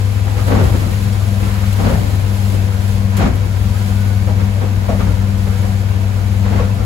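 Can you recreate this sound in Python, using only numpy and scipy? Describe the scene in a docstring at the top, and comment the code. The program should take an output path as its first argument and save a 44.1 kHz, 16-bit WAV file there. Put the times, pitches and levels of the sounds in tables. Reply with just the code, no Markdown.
"""Inside the cabin of a small motorboat in choppy sea, on a stereo pair of microphones.
From the start the engine drones and rattles, water rushes and gurgles along the hull, and spray hisses
on the windshield. Waves slam the bow near 0.5, 1.8 and 3.2 s: panels boom, trapped air slaps, sheets of
water smack the glass. Two faint buzzes of cabin fittings follow. More slams come from 4.3 to 5.6 s and
around 6.5 s, while the engine runs on."""
import sys
import numpy as np
from scipy import signal
from scipy.fft import rfft, irfft, next_fast_len
from scipy.io import wavfile
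from scipy.ndimage import uniform_filter1d, minimum_filter1d

SR = 44100
rng = np.random.default_rng(int(sys.argv[2]) if len(sys.argv) > 2 else 0)


def write(x):
    x = np.atleast_2d(x).T
    wavfile.write(sys.argv[1], SR, np.round(np.clip(x, -1, 1) * 32767).astype(np.int16))


N = 302085
T = np.arange(N) / SR
CYLINDERS = 5
FOAM_LINGER_S = 1.0


def gain_of(db):
    return 10 ** (np.asarray(db) / 20)


def unit_rms(x):
    return x / np.sqrt(np.mean(x ** 2) + 1e-20)


def at_hz(points, hz):
    """A spectrum table read on a log-frequency axis."""
    f, value = np.transpose(points)
    return np.interp(np.log(hz + 1), np.log(f + 1), value)


def follow(points):
    """A time curve at every sample."""
    return np.interp(T, *np.transpose(points))


def add(mix, s, sound):
    """Lays a sound into the mix at time s."""
    part = mix[:, max(round(s * SR), 0):][:, :sound.shape[1]]
    part += sound[:, :part.shape[1]]


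def drift(rate_hz):
    """A random wander of rms 1, with little motion above the rate."""
    step = 128
    knots = rng.standard_normal(N // step + 2)
    f = np.fft.rfftfreq(len(knots), step / SR)
    slow = unit_rms(irfft(rfft(knots) / (1 + (f / rate_hz) ** 4), len(knots)))
    return np.interp(np.arange(N) / step, np.arange(len(slow)), slow)


def bell(s, half_s):
    """A smooth swell of height 1 around time s."""
    return np.exp(-((T - s) / half_s) ** 2)


def surge(rise_s, t60):
    """A load that builds up, then falls 60 dB in t60 seconds."""
    t = T[:SR]
    return np.minimum(t / rise_s, 1) * gain_of(-60 * np.maximum(t - rise_s, 0) / t60)


def grains(per_s, spread_db, size=N):
    """Two trains of random impacts: many small, a few large."""
    chance = rng.uniform(-1, 1, (2, size)) * SR / per_s
    hit = abs(chance) < 1
    strength = np.minimum(-np.log(abs(chance[hit])), 4)
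    out = np.zeros((2, size))
    out[hit] = np.sign(chance[hit]) * gain_of(spread_db * strength)
    return unit_rms(out)


def ring(drive, hz, width_hz):
    """One resonance."""
    r = np.exp(-np.pi * width_hz / SR)
    poles = [1, -2 * r * np.cos(2 * np.pi * hz / SR), r * r]
    return signal.lfilter([(1 - r) / 2, 0, (r - 1) / 2], poles, drive)


def plinks(count, low_hz, high_hz, db, tilt_db, t60, glide, spread_db):
    """Short rings at random times, pitches and sides; level tilts per octave, pitch climbs as each dies."""
    out = np.zeros((2, N))
    for when, pitch, size, side, life in rng.random((count, 5)):
        hz, length = low_hz * (high_hz / low_hz) ** pitch, t60 * (.5 + life)
        t = T[:round(length * SR)]
        attack = 1 - np.exp(-t * hz / 2)
        tone = attack * np.sin(2 * np.pi * hz * t * (1 + glide * t / length / 2))
        level_db = db + tilt_db * np.log2(hz / low_hz) + spread_db * min(-np.log(1 - size), 3)
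        pan = np.sqrt([[side], [1 - side]])
        add(out, when * N / SR, pan * tone * gain_of(level_db - 60 * t / length))
    return out


def reflected(x, t60=0.1084, wet=0.459):
    """Close walls and windows return a short, dense cluster of echoes, different at each microphone."""
    t = T[:SR // 8]
    taps = rng.standard_normal((2, len(t))) * gain_of(-60 * t / t60)
    taps *= wet / np.linalg.norm(taps[0])
    taps[:, 0] = 1  # direct sound
    return signal.oaconvolve(x, taps, axes=1)[:, :x.shape[1]] / np.hypot(1, wet)


# How alike the two microphones hear the cabin: f/Hz, likeness (negative is opposed)
MIC_LIKENESS = [(60, 0.978), (130, 1), (200, 0.64), (300, 0.144), (800, 0.208), (1600, -0.247),
                (2300, 0.035), (5900, -0.063), (7100, 0.78), (9200, -1.303), (10900, 0.87), (11800, 0.84),
                (13600, -1.23), (15400, 0.57)]
# Balance across the pair: f/Hz, left minus right/dB
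MIC_BALANCE = [(60, 5.5), (120, 3), (220, 3), (400, 2), (1300, 2), (2400, 1.5), (4400, 0)]

def in_cabin(drive, colour):
    """Two unrelated signals coloured and spread over the pair at rms 1:
    bass alike and to the left, middle diffuse, high treble by turns alike and opposed."""
    size = next_fast_len(drive.shape[1], True)
    hz = np.fft.rfftfreq(size, 1 / SR)
    a, b = rfft(drive.astype(np.float32), size)
    same = np.clip(at_hz(MIC_LIKENESS, hz), -1, 1)
    lean = gain_of(at_hz(MIC_BALANCE, hz) / 2)
    left, right = a * lean, (same * a + np.sqrt(1 - same ** 2) * b) / lean
    pair = np.array([left, right]) * gain_of(at_hz(colour, hz))
    return unit_rms(irfft(pair.astype(np.complex64), size)[:, :drive.shape[1]])


def engine_tone(angle, order, db, lean_db, unsteady, waver_hz=4):
    """One order of the engine cycle, wavering in strength and phase."""
    phase = round(order) * angle + 2 * np.pi * rng.random()
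    tone = (np.sqrt(2) + unsteady * drift(waver_hz)) * np.cos(phase)
    tone += unsteady * drift(waver_hz) * np.sin(phase)
    return gain_of(db) * tone / np.hypot(1, unsteady) * gain_of([[lean_db / 2], [-lean_db / 2]])


# Faint overtones ringing round the cabin: multiple of the firing rate, level/dB
FIRING_OVERTONES = [(5, -45.5), (6, -52), (8, -50.5), (10, -50.5), (15, -52)]

def overtones(angle):
    """The higher overtones reach each microphone by their own paths, and waver apart."""
    def side():
        return sum(engine_tone(angle, k * CYLINDERS, db, lean_db=0, unsteady=1.4)[0]
                   for k, db in FIRING_OVERTONES)
    return np.array([side(), side()])


# Firing rate, easing off a little: t/s, f/Hz
FIRING_RATE = [(0, 99.51), (2.0, 98.93), (2.9, 98.21), (6.85, 97.88)]
# The wavering octave of the firing tone: t/s, relative level/dB
OCTAVE_LEVEL = [(0.0, -34.5), (0.11, -28), (0.32, -43.5), (0.52, -24), (0.57, -31.5), (0.76, -27.5),
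                (0.93, -34), (0.97, -26.5), (1.68, -24), (1.75, -29.5), (1.89, -21), (2.17, -39.5),
                (2.25, -29.5), (3.24, -22), (3.43, -36), (3.47, -28.5), (3.78, -23.5), (4.37, -28),
                (4.43, -23), (4.62, -29.5), (5.07, -19.5), (5.13, -26), (6.1, -25), (6.18, -33.5),
                (6.32, -23), (6.85, -27.5)]
# Unequal cylinders: multiple of the engine cycle, level/dB, left minus right/dB, unsteadiness 0-1
LOPE_ORDERS = [(2, -41.5, 4.5, 0.6), (3, -28.5, 6.5, 0.69), (4, -29.5, 11.5, 0.82), (6, -34, 5, 0.74),
               (11, -42, 4.5, 0.96), (12, -45.5, 6.5, 1)]
# Mechanical noise of the engine, from the cabin: f/Hz, relative level/dB
CLATTER_COLOUR = [(90, -7.5), (160, 4), (220, 3), (280, -4.5), (390, -2.5), (445, -6.5), (500, -1.5),
                  (590, -5.5), (1000, -8.5), (1700, -13), (2200, -12.5), (3000, -18.5), (6500, -23.5),
                  (14000, -52)]

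def engine(firing_db=-16, sag_db=2.5, clatter_db=-31.5, pulsing=0.16, lope=0.091, hunting=0.00316):
    """Firing pulses drone and shake out a rattle; unequal cylinders lope; wave load dips the drone."""
    firing_hz = follow(FIRING_RATE) * (1 + hunting * drift(9.06))
    cycles = np.cumsum(firing_hz) / SR / CYLINDERS
    angle = (2 * np.pi * (cycles % 1)).astype(np.float32)
    loaded_db = firing_db - sag_db * wave_load(linger_s=0.26)
    octave_db = follow(OCTAVE_LEVEL) - 1.4
    drone = engine_tone(angle, CYLINDERS, loaded_db, lean_db=8.5, unsteady=0.09)
    drone += engine_tone(angle, 2 * CYLINDERS, octave_db, lean_db=4.0, unsteady=0.38, waver_hz=7)
    drone += sum(engine_tone(angle, *row) for row in LOPE_ORDERS) + overtones(angle)
    beat = 1 + pulsing * np.cos(CYLINDERS * angle) + lope * np.cos(2 * angle)
    clatter = in_cabin(reflected(beat * rng.standard_normal((2, N))), CLATTER_COLOUR)
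    return drone + gain_of(clatter_db) * clatter


# Dull heaves of the swell underfoot: t/s, level/dB
SWELL_HEAVES = [(1.07, -21), (1.99, -20.5), (3.26, -13.5), (3.65, -21.5)]
# Rumble of the hull around the microphones: f/Hz, relative level/dB
HULL_COLOUR = [(10, -23.5), (22, -26), (32, -15.5), (50, 0.5), (80, -1.5), (110, -1.5), (145, -11.5),
               (165, -9), (185, -9), (230, -14.5), (300, -31.5), (900, -70)]

def hull_shudder(running_db=-27, loaded_db=-15):
    """The hull shudders as it runs, harder after each slam and as the swell heaves under it."""
    level = np.hypot(gain_of(running_db), gain_of(loaded_db) * wave_load(linger_s=0.233))
    heaves = sum(gain_of(db) * bell(s, half_s=0.062) for s, db in SWELL_HEAVES)
    return np.hypot(level, heaves) * in_cabin(rng.standard_normal((2, N)), HULL_COLOUR)


# Water just outside the cabin wall: f/Hz, relative level/dB
WATER_COLOUR = [(60, -13), (160, 5.5), (240, 0.5), (350, 1), (520, -1.5), (850, -4.5), (1200, -7.5),
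                (1700, -11.5), (3000, -19), (6000, -32.5), (14000, -41.5)]

def water_rush(running_db=-34.5, foam_db=-32.5, churn_db=1.67):
    """Churning water rushes along the hull and swells with the foam behind each slam."""
    level = np.hypot(gain_of(running_db), gain_of(foam_db) * wave_load(FOAM_LINGER_S))
    level *= gain_of(churn_db * drift(21.4))
    return level * in_cabin(reflected(grains(per_s=5000, spread_db=3.03)), WATER_COLOUR)


def gurgles(foam_lift_db=4):
    """Bubbles ring along the hull, louder in the foam behind a slam."""
    bubbles = plinks(count=420, low_hz=480, high_hz=2800, db=-34.3, tilt_db=-3.5,
                     t60=0.133, glide=0.102, spread_db=1.9)
    return reflected(bubbles) * gain_of(foam_lift_db * np.minimum(wave_load(FOAM_LINGER_S), 1))


# Showers over the windshield: t/s at the thickest, level/dB, half length/s
SPRAY_SHOWERS = [(.04, -39.5, .12), (.6, -34, 0.234), (1.1, -36.5, 0.4), (1.473, -37, 0.068),
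                 (1.904, -34, 0.26), (2.47, -35.5, 0.192), (2.896, -37, 0.103), (3.832, -37, 0.245),
                 (5.05, -42, .15), (5.6, -41.5, 0.193)]
# Their hiss from behind the glass: f/Hz, relative level/dB
HISS_COLOUR = [(400, -10), (1500, 4.5), (3000, 4.5), (4500, 4), (5800, -1.5), (7500, 1), (11300, 1.07),
               (13500, -3.5), (16000, -3.5)]

def spray(mist_db=-39.5, patter_db=-5.0, flicker_db=0.56):
    """Fine mist hisses and larger drops tick on the glass, both thickening with each shower."""
    fall = rng.standard_normal((2, N)) + gain_of(patter_db) * grains(per_s=1500, spread_db=3.84)
    shower_power = sum(gain_of(db) ** 2 * bell(s, half) for s, db, half in SPRAY_SHOWERS)
    thickness = np.sqrt(gain_of(mist_db) ** 2 + shower_power)
    drops = plinks(count=1800, low_hz=2699.3, high_hz=8500, db=-7, tilt_db=-2.5,
                   t60=0.0413, glide=0.021, spread_db=2)
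    hiss = in_cabin(reflected(fall, t60=0.124, wet=0.253), HISS_COLOUR)
    return (hiss + drops) * thickness * gain_of(flicker_db * drift(24.3))


# Hull and cabin panels, close around the pair: f/Hz, width/Hz, relative level/dB
PANEL_MODES = [(54.7, 28, 1), (75.4, 13.4, -7.5), (125, 33.8, -7.5), (166.3, 17.9, 2), (222.1, 41.8, -1.5),
               (298.5, 10, -12), (494, 44, -15.5)]

def panel_boom():
    """The panels ring at their resonances under a random load."""
    drive = rng.standard_normal((2, N))
    ringing = sum(gain_of(db) * ring(drive, hz, width) for hz, width, db in PANEL_MODES)
    return in_cabin(ringing, colour=[(20, -10), (45, 2), (500, -1), (1500, -26)])


# A slam heard through the hull, and the water it tears off the bow: f/Hz, relative level/dB
CRASH_COLOUR = [(110, -11.5), (215, 7.5), (330, -5.5), (510, 3), (610, -3), (760, -2.5), (1200, -8.5),
                (1700, -15), (2600, -22), (7000, -40.5), (14000, -59)]
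BOW_SPLASH_COLOUR = [(400, -13.5), (1100, 2), (2000, -2), (3000, -9), (7000, -18.5), (14000, -36.5)]
# The bow wave fanning out: t/s at the fullest, level/dB, half length/s
BOW_WASH = [(.585, -27.5, .055), (1.6, -35, .18), (3.16, -34, .05), (3.24, -26, .048), (6.59, -32, .07)]
# Waves striking the bow, ahead of the cabin: t/s, relative level/dB, rise/s, boom and splash offsets/dB
BOW_SLAMS = [(.24, -31.5, 0.0435, 1.5, -7), (.34, -30, 0.043, 1.5, -3), (.455, -24, 0.029, 2.5, -5.5),
             (.492, -16, 0.03, 2, -16), (.54, -19, 0.035, 2, -12), (.585, -22, .03, 7, -18),
             (.705, -28.5, 0.05, 6, -8), (.815, -32, 0.03, 5, -10), (1.39, -32.5, 0.0426, 7.5, -2.5),
             (1.778, -22.5, 0.02, 1, -7), (1.825, -18.5, 0.045, 0, -9), (1.893, -23, 0.016, 2, -19),
             (2.01, -31, 0.025, 6.5, -16), (2.51, -31.5, 0.0344, 6.5, -13.5), (3.16, -21.5, 0.055, 6, -2.5),
             (3.235, -27, 0.018, 10, -12), (4.258, -30, 0.023, 4.5, -10.5), (4.375, -31.5, 0.031, 4.5, -2),
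             (4.603, -28, 0.014, 3.5, -8.5), (4.875, -24.5, 0.0274, 3, -8), (4.985, -29, 0.02, 5, -3),
             (5.05, -31.5, .02, 8, -6.5), (5.46, -32.5, 0.014, 4.5, -10), (5.6, -31.5, 0.0434, -6.5, -8),
             (6.43, -27.5, 0.035, -9, -4), (6.485, -25, 0.05, 3, -11), (6.54, -24.5, 0.06, -2, -12),
             (6.78, -30, 0.03, 2.5, -17.5)]

def slams(crash_db=2.5, boom_db=2, lumps_db=0.5, t60=0.42):
    """Each wave loads the bow with a swarm of small blows: a crash, a boom of the panels and a splash."""
    power = np.zeros((3, N))
    for s, db, rise, boom_offset, splash_offset in BOW_SLAMS:
        peaks = gain_of([[db], [db + boom_offset], [db + splash_offset]])
        add(power, s, (peaks * surge(rise, t60)) ** 2)
    power[2] += sum((gain_of(db) * bell(s, half)) ** 2 for s, db, half in BOW_WASH)
    crash_load, boom_load, splash_load = np.sqrt(power)
    crash = crash_load * in_cabin(reflected(grains(per_s=4000, spread_db=2.6)), CRASH_COLOUR)
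    boom = boom_load * panel_boom()
    splash = splash_load * in_cabin(grains(per_s=6000, spread_db=2.5), BOW_SPLASH_COLOUR)
    lumps = gain_of(lumps_db * drift(48.0))
    return (gain_of(crash_db) * crash + gain_of(boom_db) * boom + splash) * lumps


def wave_load(linger_s, full_load_db=-15):
    """How hard the waves work the hull: each slam builds a load that ebbs away."""
    power = np.zeros((1, N))
    t = T[:3 * SR]
    for s, db, rise, _, _ in BOW_SLAMS:
        build = 1 - np.exp(-t / rise)
        ebb = np.exp(-np.maximum(t - 2 * rise, 0) / linger_s)
        add(power, s, (gain_of([[db - full_load_db]]) * build * ebb) ** 2)
    return np.sqrt(power[0])


# Air trapped under the hull, and a few louder bubbles gurgling along it (near 0.32, 0.39, 2.09 and 5.65 s):
# t/s, level/dB, f/Hz, nominal width/Hz, decay by 60 dB/s
AIR_POCKETS = [(.318, -33, 801, 50, 0.48), (.385, -32.5, 1233, 70, .15), (.518, -21, 530, 70, .3),
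               (1.893, -23, 540, 70, .25), (2.085, -33.5, 611, 45, 0.07), (3.205, -18.5, 720, 50, 0.24),
               (3.243, -17, 258, 40, .18), (4.275, -28.5, 755, 110, 0.2), (4.295, -29, 610, 40, 0.15),
               (4.608, -25.5, 493, 45, .22), (4.881, -16.5, 610, 100, 0.18), (4.922, -24, 600, 45, .14),
               (4.998, -29.5, 1246, 120, 0.22), (5.645, -34, 749.7, 50, 0.42),
               (6.585, -29, 1100, 120, 0.12), (6.595, -22, 511, 45, .17)]

def air_pockets(rise_s=0.0091, lean_db=1):
    """Air caught between wave and hull rings with a hollow slap; a few rows are single louder bubbles gurgling
    along the hull."""
    out = np.zeros((2, N))
    for s, db, hz, width, t60 in AIR_POCKETS:
        blows = grains(per_s=2500, spread_db=1.2, size=SR)
        mid, side = ring(ring(blows, hz, 2 * width), hz, 2 * width)
        pair = np.array([mid + side / 2, mid - side / 2]) * gain_of([[lean_db], [-lean_db]])
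        load = surge(rise_s, t60)
        add(out, s, gain_of(db) * unit_rms(pair * load) * np.sqrt(np.mean(load ** 2)))
    return out


# Sheets of water on the windshield: t/s, level/dB, decay by 60 dB/s
GLASS_SMACKS = [(.467, -34, .08), (1.724, -29, 0.08), (3.165, -26, 0.17), (3.352, -37, .06)]
# A smack from behind the glass: f/Hz, relative level/dB
GLASS_COLOUR = [(500, -16), (2500, 3.5), (6000, -1), (11000, 0.5), (16000, -5)]

def windshield_smacks(rise_s=0.0051):
    """A whole sheet of water hits the glass as one dense burst of drops."""
    out = np.zeros((2, N))
    for s, db, t60 in GLASS_SMACKS:
        burst = in_cabin(grains(per_s=9000, spread_db=2.4, size=SR), GLASS_COLOUR)
        add(out, s, gain_of(db) * surge(rise_s, t60) * burst)
    return out


# Faint buzzes in the cabin, near the microphones: t/s, length/s, f/Hz, level/dB
FITTING_BUZZES = [(3.448, .3, 1379, -46), (3.87, .34, 1472, -42.5)]

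def fittings(width_hz=40):
    """A cabin fitting buzzes in sympathy, a narrow resonance that swells and fades."""
    out = np.zeros((2, N))
    for s, length, hz, db in FITTING_BUZZES:
        shaking = rng.standard_normal((2, SR))
        tone = unit_rms(ring(ring(shaking, hz, width_hz), hz, width_hz))
        swell = signal.windows.tukey(round(length * SR), .5)
        add(out, s, gain_of(db) * swell * tone[:, -len(swell):])
    return out


def scene():
    """Everything that reaches the pair in the cabin."""
    under_way = engine() + hull_shudder() + water_rush() + gurgles() + spray()
    return under_way + slams() + air_pockets() + windshield_smacks() + fittings()


def record(dry, ceiling=.92, edge_hz=15800):
    """Behind the microphones, a quick limiter holds peaks to the ceiling; a low-pass ends the treble."""
    allowed = np.minimum(1, ceiling / (abs(dry).max(0) + 1e-9))
    limited = dry * uniform_filter1d(minimum_filter1d(allowed, size=900), size=900)
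    low_pass = signal.firwin(511, edge_hz, window=("kaiser", 9), fs=SR)
    return signal.oaconvolve(limited, low_pass[None], "same")


dry = scene()
out = record(dry)
write(out)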